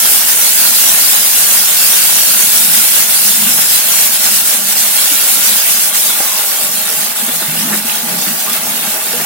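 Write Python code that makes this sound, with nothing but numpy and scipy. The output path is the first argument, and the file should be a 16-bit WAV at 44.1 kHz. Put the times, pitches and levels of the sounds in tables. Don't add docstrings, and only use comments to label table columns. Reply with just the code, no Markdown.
import sys
import numpy as np
from scipy import signal
from scipy.fft import rfft, irfft, next_fast_len
from scipy.io import wavfile
from scipy.ndimage import uniform_filter1d, map_coordinates

SR = 44100
rng = np.random.default_rng(int(sys.argv[2]) if len(sys.argv) > 2 else 0)


def transcribe(signal):
    frames = np.atleast_2d(signal).T
    limited = np.clip(frames, -1, 1)
    pcm = np.round(limited * 32767).astype(np.int16)
    wavfile.write(sys.argv[1], SR, pcm)


N = 407925
TOP_HZ = 15880


def amp(db):
    return 10 ** (np.asarray(db) / 20)


def unit(x):
    return x / np.sqrt(np.mean(x ** 2) + 1e-20)


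def add(track, s, sound):
    start = max(round(s * SR), 0)
    part = track[..., start:start + sound.shape[-1]]
    part += sound[..., :part.shape[-1]]


def along(points, hz):
    f, v = np.transpose(points)
    return np.interp(np.log(hz + 1), np.log(f + 1), v)


def curves(rows):
    s, *columns = np.transpose(rows)
    return [np.interp(np.arange(N) / SR, s, column) for column in columns]


def bumps(rows):
    t = np.arange(N) / SR
    return sum(height * np.exp(-((t - s) / half_s) ** 2) for s, half_s, height in rows)


def wobble(rate_hz):
    knots = rng.standard_normal(4000)
    coarse = np.arange(0, N + 32, 32)
    return np.interp(np.arange(N), coarse, map_coordinates(knots, [coarse * rate_hz / SR], mode="wrap"))


def filtered(x, response):
    size = next_fast_len(N + SR // 4, real=True)
    return irfft(rfft(x, size) * response(np.fft.rfftfreq(size, 1 / SR)), size)[..., :N]


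def resonant(modes, f):
    return np.sqrt(sum((amp(db) / (1 + ((f - hz) / width) ** 2)) ** 2 for hz, width, db in modes))


def bent(x, speed):
    at = np.cumsum(speed) % N
    return np.array([np.interp(at, np.arange(N), side) for side in x])


# frequency in Hz, correlation.
CORRELATION = [(150, 1), (300, 0.92), (700, 0.75), (1400, 0.25), (2800, 0.17), (5000, -0.16),
               (9000, 0.0043), (15000, -0.012)]

def stereo(pair, colour):
    def response(hz):
        angle = np.arccos(np.clip(along(CORRELATION, hz), -1, 1)) / 2
        return colour(hz) * np.array([np.cos(angle), np.sin(angle)])
    mid, side = filtered(pair, response)
    return np.array([mid + side, mid - side]) / np.std(mid)


def bursts(hz, spread, decay_cycles, scatter_db, count, samples=64):
    when, chance, *phases = rng.random((4, count, 1))
    pitch_hz = np.clip(hz * np.exp(spread * rng.standard_normal((count, 1))), 200, TOP_HZ)
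    age = np.arange(samples)
    cycles = (pitch_hz * age / SR).astype(np.float32)
    strength = amp(-scatter_db * np.log(np.maximum(chance, .01)))
    envelope = strength * np.exp(-cycles / decay_cycles) * (1 - age / samples)
    at = ((when * N).astype(int) + age).ravel()
    sides = [envelope * np.sin(2 * np.pi * (cycles + phase.astype(np.float32))) for phase in phases]
    return unit(np.array([np.bincount(at, side.ravel(), N)[:N] for side in sides]))


def patchy(x, depth_db):
    spectra = signal.stft(x.astype(np.float32), nperseg=1024)[2]
    patches = uniform_filter1d(rng.standard_normal(spectra.shape[1:]), size=3, axis=0)
    patches = uniform_filter1d(patches, size=5, axis=1)
    hz = np.fft.rfftfreq(1024, 1 / SR)
    band_db = depth_db * along([(700, .3), (2500, .6), (4000, 1), (6200, 1), (9000, .45)], hz)
    gain = amp(band_db[:, None] * unit(patches))
    gain /= np.sqrt(np.mean(gain ** 2, axis=1, keepdims=True))
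    return unit(signal.istft(spectra * gain, nperseg=1024)[1][:, :N])


def cooling(hot_db=-12.5, cooled_db=-19.5):
    return np.clip((hot_db - curves(SIZZLE_LEVEL)[0]) / (hot_db - cooled_db), 0, 1)


# frequency in Hz, half width in Hz, level in dB.
DRONE_MODES = [(124, 10, -17), (163, 7, 0), (183, 6, -4), (211, 6, 3), (236, 9, -1), (292, 22, -9)]
# centre in seconds, half length in seconds, rise in dB.
DRONE_SWELLS = [(2.15, 0.035, 4), (2.48, .05, 6), (2.73, 0.12, 7.5), (3.26, .1, 6), (3.5, .14, 12.5),
                (4.3, 0.24, 4), (4.6, .06, 4), (5.37, .09, 7), (5.53, 0.059, 5), (6.68, 0.1, 8.5),
                (7.0, .07, 7), (7.65, 0.25, 13.5), (8.19, 0.17, 13), (8.72, 0.2, 7.5), (9.22, 0.13, 8)]
# frequency in Hz, half width in Hz, level in dB.
PAN_MODES = [(401, 28, -4), (484.6, 9.9, 1.5), (500, 27, -11), (634, 38, 4), (826, 62, 3.5),
             (920, 20, -5.5), (1170, 30, 3.5)]

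def stove(rest_db=-41.5, hot_pan_db=-37, watered_gain_db=4.5, waver_db=1.4):
    drone = stereo(rng.standard_normal((2, N)) * amp([[0], [-4]]), lambda hz: resonant(DRONE_MODES, hz))
    hollow = stereo(rng.standard_normal((2, N)), lambda hz: resonant(PAN_MODES, hz))
    drone_db = rest_db + bumps(DRONE_SWELLS) + waver_db * wobble(6.9)
    hollow_db = hot_pan_db + watered_gain_db * cooling() + waver_db * wobble(16)
    slosh = 1 + .022 * wobble(12)
    return drone * amp(drone_db) + bent(hollow, slosh) * amp(hollow_db)


# frequency in Hz, level in dB, T60 in seconds.
WOOD_MODES = [(330, -7, .035), (581, -1, .03), (790, 0, .035), (1050, -7, .015)]
# start in seconds, level in dB, pan ring in Hz, relative thud level in dB.
SPATULA_KNOCKS = [(4.315, -25, 210, -14), (4.550, -22, 220, -11), (4.625, -26, 210, -9),
                  (4.980, -30, 600, 0), (5.095, -30, 400, -3), (5.113, -18, 285, -18),
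                  (6.2037, -18.5, 800, 5), (6.2101, -26, 590, -1), (6.243, -30, 400, -3)]

def spatula_knocks(attack_s=.003):
    knocks, t = np.zeros(N), np.arange(SR // 6) / SR
    soft_contact = signal.butter(2, [300, 1200], "band", fs=SR, output="sos")
    wood = sum(amp(db - 60 * t / t60_s) * np.sin(2 * np.pi * hz * t) for hz, db, t60_s in WOOD_MODES)
    thud = signal.sosfilt(soft_contact, wood)
    for s, db, hz, thud_db in SPATULA_KNOCKS:
        t60_s = .05 + 16 / hz
        ring = .7 * np.sin(2 * np.pi * hz * t) * (1 - np.exp(-t / attack_s)) * amp(-60 * t / t60_s)
        add(knocks, s, amp(db) * (ring + amp(thud_db) * thud))
    return knocks


# pitch multiple, half width in Hz, level in dB.
BLADE_MODES = [(1, 105, -2), (1.52, 300, -12), (2.1, 350, -13)]
# time in seconds, level in dB, pitch in Hz.
SCRAPE_PATH = [(6.15, -70, 1210), (6.215, -33, 1210), (6.255, -28, 1093), (6.39, -31, 987),
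               (6.42, -37, 938), (6.48, -47, 1003), (6.5, -27, 1090), (6.54, -70, 1090)]

def spatula_scrape():
    slips = rng.standard_normal((2, N)) * amp(1.7 * wobble(140))
    level_db, pitch_hz = curves(SCRAPE_PATH)
    modes = [(multiple * pitch_hz.mean(), width, db) for multiple, width, db in BLADE_MODES]
    blade = stereo(slips, lambda hz: resonant(modes, hz))
    return bent(blade, pitch_hz / pitch_hz.mean()) * amp(level_db)


# start in seconds, level in dB, starting pitch in Hz.
AIR_GULPS = [(3.435, -15, 216), (3.470, -22, 189), (7.222, -13, 220), (7.278, -11.5, 235), (7.42, -20, 207),
             (7.479, -10, 156), (7.611, -13, 226), (7.649, -13, 250), (7.715, -12, 210), (7.761, -14, 200),
             (7.840, -13.5, 230), (8.029, -9.5, 222), (8.115, -12, 170), (8.180, -12, 207),
             (8.267, -11, 185), (8.303, -12, 218), (8.508, -18, 228), (8.872, -11, 210)]

def burble(attack_s=.0065, t60_s=.091, rise_per_s=1):
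    gulps, t = np.zeros(N), np.arange(SR // 4) / SR
    envelope = (1 - np.exp(-t / attack_s)) ** 2 * amp(-60 * t / t60_s)
    for s, db, hz in AIR_GULPS:
        add(gulps, s, amp(db) * envelope * np.sin(2 * np.pi * hz * t * (1 + rise_per_s * t / 2)))
    return gulps


# start in seconds, level in dB, starting pitch in Hz.
AIR_GLUGS = [(8.420, -26, 890), (8.468, -27, 1050), (8.475, -18, 1164), (8.505, -25, 1200),
             (8.565, -24, 1270), (8.665, -26, 760), (8.840, -22, 760), (8.975, -23, 776),
             (9.135, -16.5, 468), (9.200, -25, 380), (9.215, -21, 706)]
# time in seconds, level in dB.
POUR_LEVEL = [(0, -63), (.4, -39), (.7, -72), (7.0, -63), (7.3, -33), (7.65, -30.5), (8.0, -35), (8.5, -35),
              (9.15, -34), (9.25, -25)]

def poured_water(attack_s=.002, t60_s=.12, chirp_per_s=.87, churn_db=6.5, plip_db=-10):
    glugs, t = np.zeros(N), np.arange(SR // 6) / SR
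    envelope = (1 - np.exp(-t / attack_s)) * amp(-60 * t / t60_s)
    for s, db, hz in AIR_GLUGS:
        add(glugs, s, amp(db) * envelope * np.sin(2 * np.pi * hz * t * (1 + chirp_per_s * t)))
    churn = rng.standard_normal((2, N)) * amp(churn_db * wobble(35))
    splash_hz_db = [(50, -45), (120, -19), (300, 6.5), (550, .5), (1100, 2.5), (1800, 7), (2300, -2),
                    (3200, -24), (9000, -35)]
    splash = stereo(churn, lambda hz: amp(along(splash_hz_db, hz)))
    plips = bursts(hz=1464, spread=.4, decay_cycles=11, scatter_db=2.6, count=900, samples=900)
    return glugs + (splash + amp(plip_db) * plips) * amp(curves(POUR_LEVEL)[0])


# frequency in Hz, density in dB.
STEAM_SPECTRUM = [(500, -38), (2900, -22), (4300, 0), (6000, 7), (8000, -34), (10500, -7), (14500, 11)]
# time in seconds, level in dB.
BOIL_LEVEL = [(0, -37), (.7, -31), (2, -35), (6, -36), (6.5, -32), (7.3, -29), (7.95, -29), (8.2, -20),
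              (8.9, -26.5), (9.25, -23)]

def boiling(spurt_db=1.2):
    hiss = patchy(rng.standard_normal((2, N)), depth_db=4.5)
    steam = stereo(hiss, lambda hz: amp(along(STEAM_SPECTRUM, hz)))
    return steam * amp(curves(BOIL_LEVEL)[0] + spurt_db * wobble(18))


# centre in seconds, half length in seconds, level in dB, pitch in Hz.
PASTE_SPATTERS = [(3.46, .05, -27, 2850), (3.98, .06, -29, 2340), (5.10, 0.027, -22, 2910),
                  (5.66, .04, -23, 2470), (7.60, .035, -28, 2770), (7.90, .04, -28, 2750)]

def spatters(base_hz=2706, half_width_hz=350):
    bubbles = bursts(hz=base_hz, spread=.15, decay_cycles=6, scatter_db=2, count=5000, samples=160)
    spray = stereo(bubbles, lambda hz: resonant([(base_hz, half_width_hz, 0)], hz))
    pitch_hz = curves(PASTE_SPATTERS)[-1]
    envelope = bumps([(s, half_s, amp(db)) for s, half_s, db, _ in PASTE_SPATTERS])
    return bent(spray, pitch_hz / base_hz) * envelope


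# start in seconds, level in dB before filtering.
FAT_SPITS = [(7.167, -8), (7.749, -10), (7.771, -5), (7.953, -7), (8.092, -14), (8.496, -7), (8.532, -3),
             (9.06, -11)]

def spits(t60_s=.056):
    cracks, t = np.zeros((2, N)), np.arange(SR // 40) / SR
    for s, db in FAT_SPITS:
        add(cracks, s, amp(db - 60 * t / t60_s) * rng.standard_normal((2, len(t))))
    return filtered(cracks, lambda hz: amp(along(RIM_SPECTRUM, hz)))


def bubbling(relative_db=-19, cooled_gain_db=.5):
    pings = bursts(hz=5094, spread=.27, decay_cycles=36, scatter_db=2, count=2600, samples=600)
    return pings * amp(curves(SIZZLE_LEVEL)[0] + relative_db + cooled_gain_db * cooling())


# frequency in Hz, density in dB.
RIM_SPECTRUM = [(60, -70), (300, -41), (1500, -15.5), (3000, -11.5), (5000, -6.5), (6500, -6), (8000, -4.5),
                (10000, -2), (12500, -2.5), (15800, -3)]
# frequency in Hz, density in dB.
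PASTE_SPECTRUM = [(70, -54), (200, -6), (350, -13), (500, -7.5), (800, -5), (1290, -7.5), (1410, 0),
                  (1900, -3.5), (2150, -1), (2500, -3.5), (2680, 2), (2950, -1), (3400, 1.5), (4300, -2),
                  (5800, -18), (7500, -5), (15000, -14)]
# centre in seconds, half length in seconds, change at the rim in dB.
SIZZLE_DIPS = [(.01, 0.034, -1.5), (.347, 0.016, -2.3), (.718, 0.018, -3), (1.25, 0.037, -1.2),
               (1.72, 0.076, -1.4), (3.07, 0.033, -3.5), (3.395, 0.012, -2), (4.10, 0.018, -2),
               (4.19, .02, -2), (4.438, 0.017, -3.7), (4.63, 0.063, -3.5), (4.75, .018, -2.5),
               (5.923, 0.021, -6.5), (7.142, 0.014, -5.5), (7.832, 0.032, -4), (8.055, 0.049, -3),
               (8.598, 0.017, -5)]
# time in seconds, level in dB.
SIZZLE_LEVEL = [(0, -11), (2.75, -11), (4.7, -13), (5.75, -13.5), (6.1, -16), (6.75, -19.5), (7.8, -20.5),
                (9.25, -22.5)]

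def sizzle(paste_dip_share=.55, flare_db=.64):
    cooled, dip_db = cooling(), bumps(SIZZLE_DIPS)
    tick_db = -17.5 + 5.5 * cooled
    rim_db = curves(SIZZLE_LEVEL)[0] + 2.5 + 1.5 * cooled + dip_db
    paste_db = -22.5 - 3 * cooled + paste_dip_share * dip_db
    crackle = amp(-7) * bursts(hz=9000, spread=.4, decay_cycles=2.5, scatter_db=2.2, count=16000)
    ticks = amp(tick_db) * bursts(hz=13000, spread=.15, decay_cycles=3, scatter_db=2.2, count=1400)
    pops = amp(-7) * bursts(hz=2500, spread=.6, decay_cycles=1.3, scatter_db=2, count=10000)
    rim = patchy(rng.standard_normal((2, N)) + crackle, depth_db=4.2) + ticks
    paste = patchy(rng.standard_normal((2, N)) + pops, depth_db=4.2)
    fizz = stereo(rim, lambda hz: amp(along(RIM_SPECTRUM, hz))) * amp(rim_db)
    simmer = stereo(paste, lambda hz: amp(along(PASTE_SPECTRUM, hz))) * amp(paste_db)
    whole_pan = fizz * amp(.42 * wobble(19)) + simmer * amp(.8 * wobble(20))
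    flicker_db = .15 * wobble(26) + .18 * wobble(120)
    return whole_pan * amp(flicker_db + flare_db * wobble(20))


# frequency in Hz, left minus right in dB.
BALANCE = [(60, 1), (110, 0.5), (200, -1), (380, 1), (700, -1), (1290, -3), (2380, -1), (4400, -1),
           (8120, -1.0), (15000, 0)]

def scene():
    frying = sizzle() + bubbling() + boiling() + spatters() + spits()
    mix = frying + stove() + spatula_knocks() + spatula_scrape() + poured_water() + burble()
    return filtered(mix, lambda hz: amp(np.array([along(BALANCE, hz), -along(BALANCE, hz)]) / 2))


def record(dry):
    ceiling, hardness = 1.05, 12
    clipped = dry / (1 + np.abs(dry / ceiling) ** hardness) ** (1 / hardness)
    return filtered(clipped, lambda hz: hz < TOP_HZ)


dry = scene()
out = record(dry)
transcribe(out)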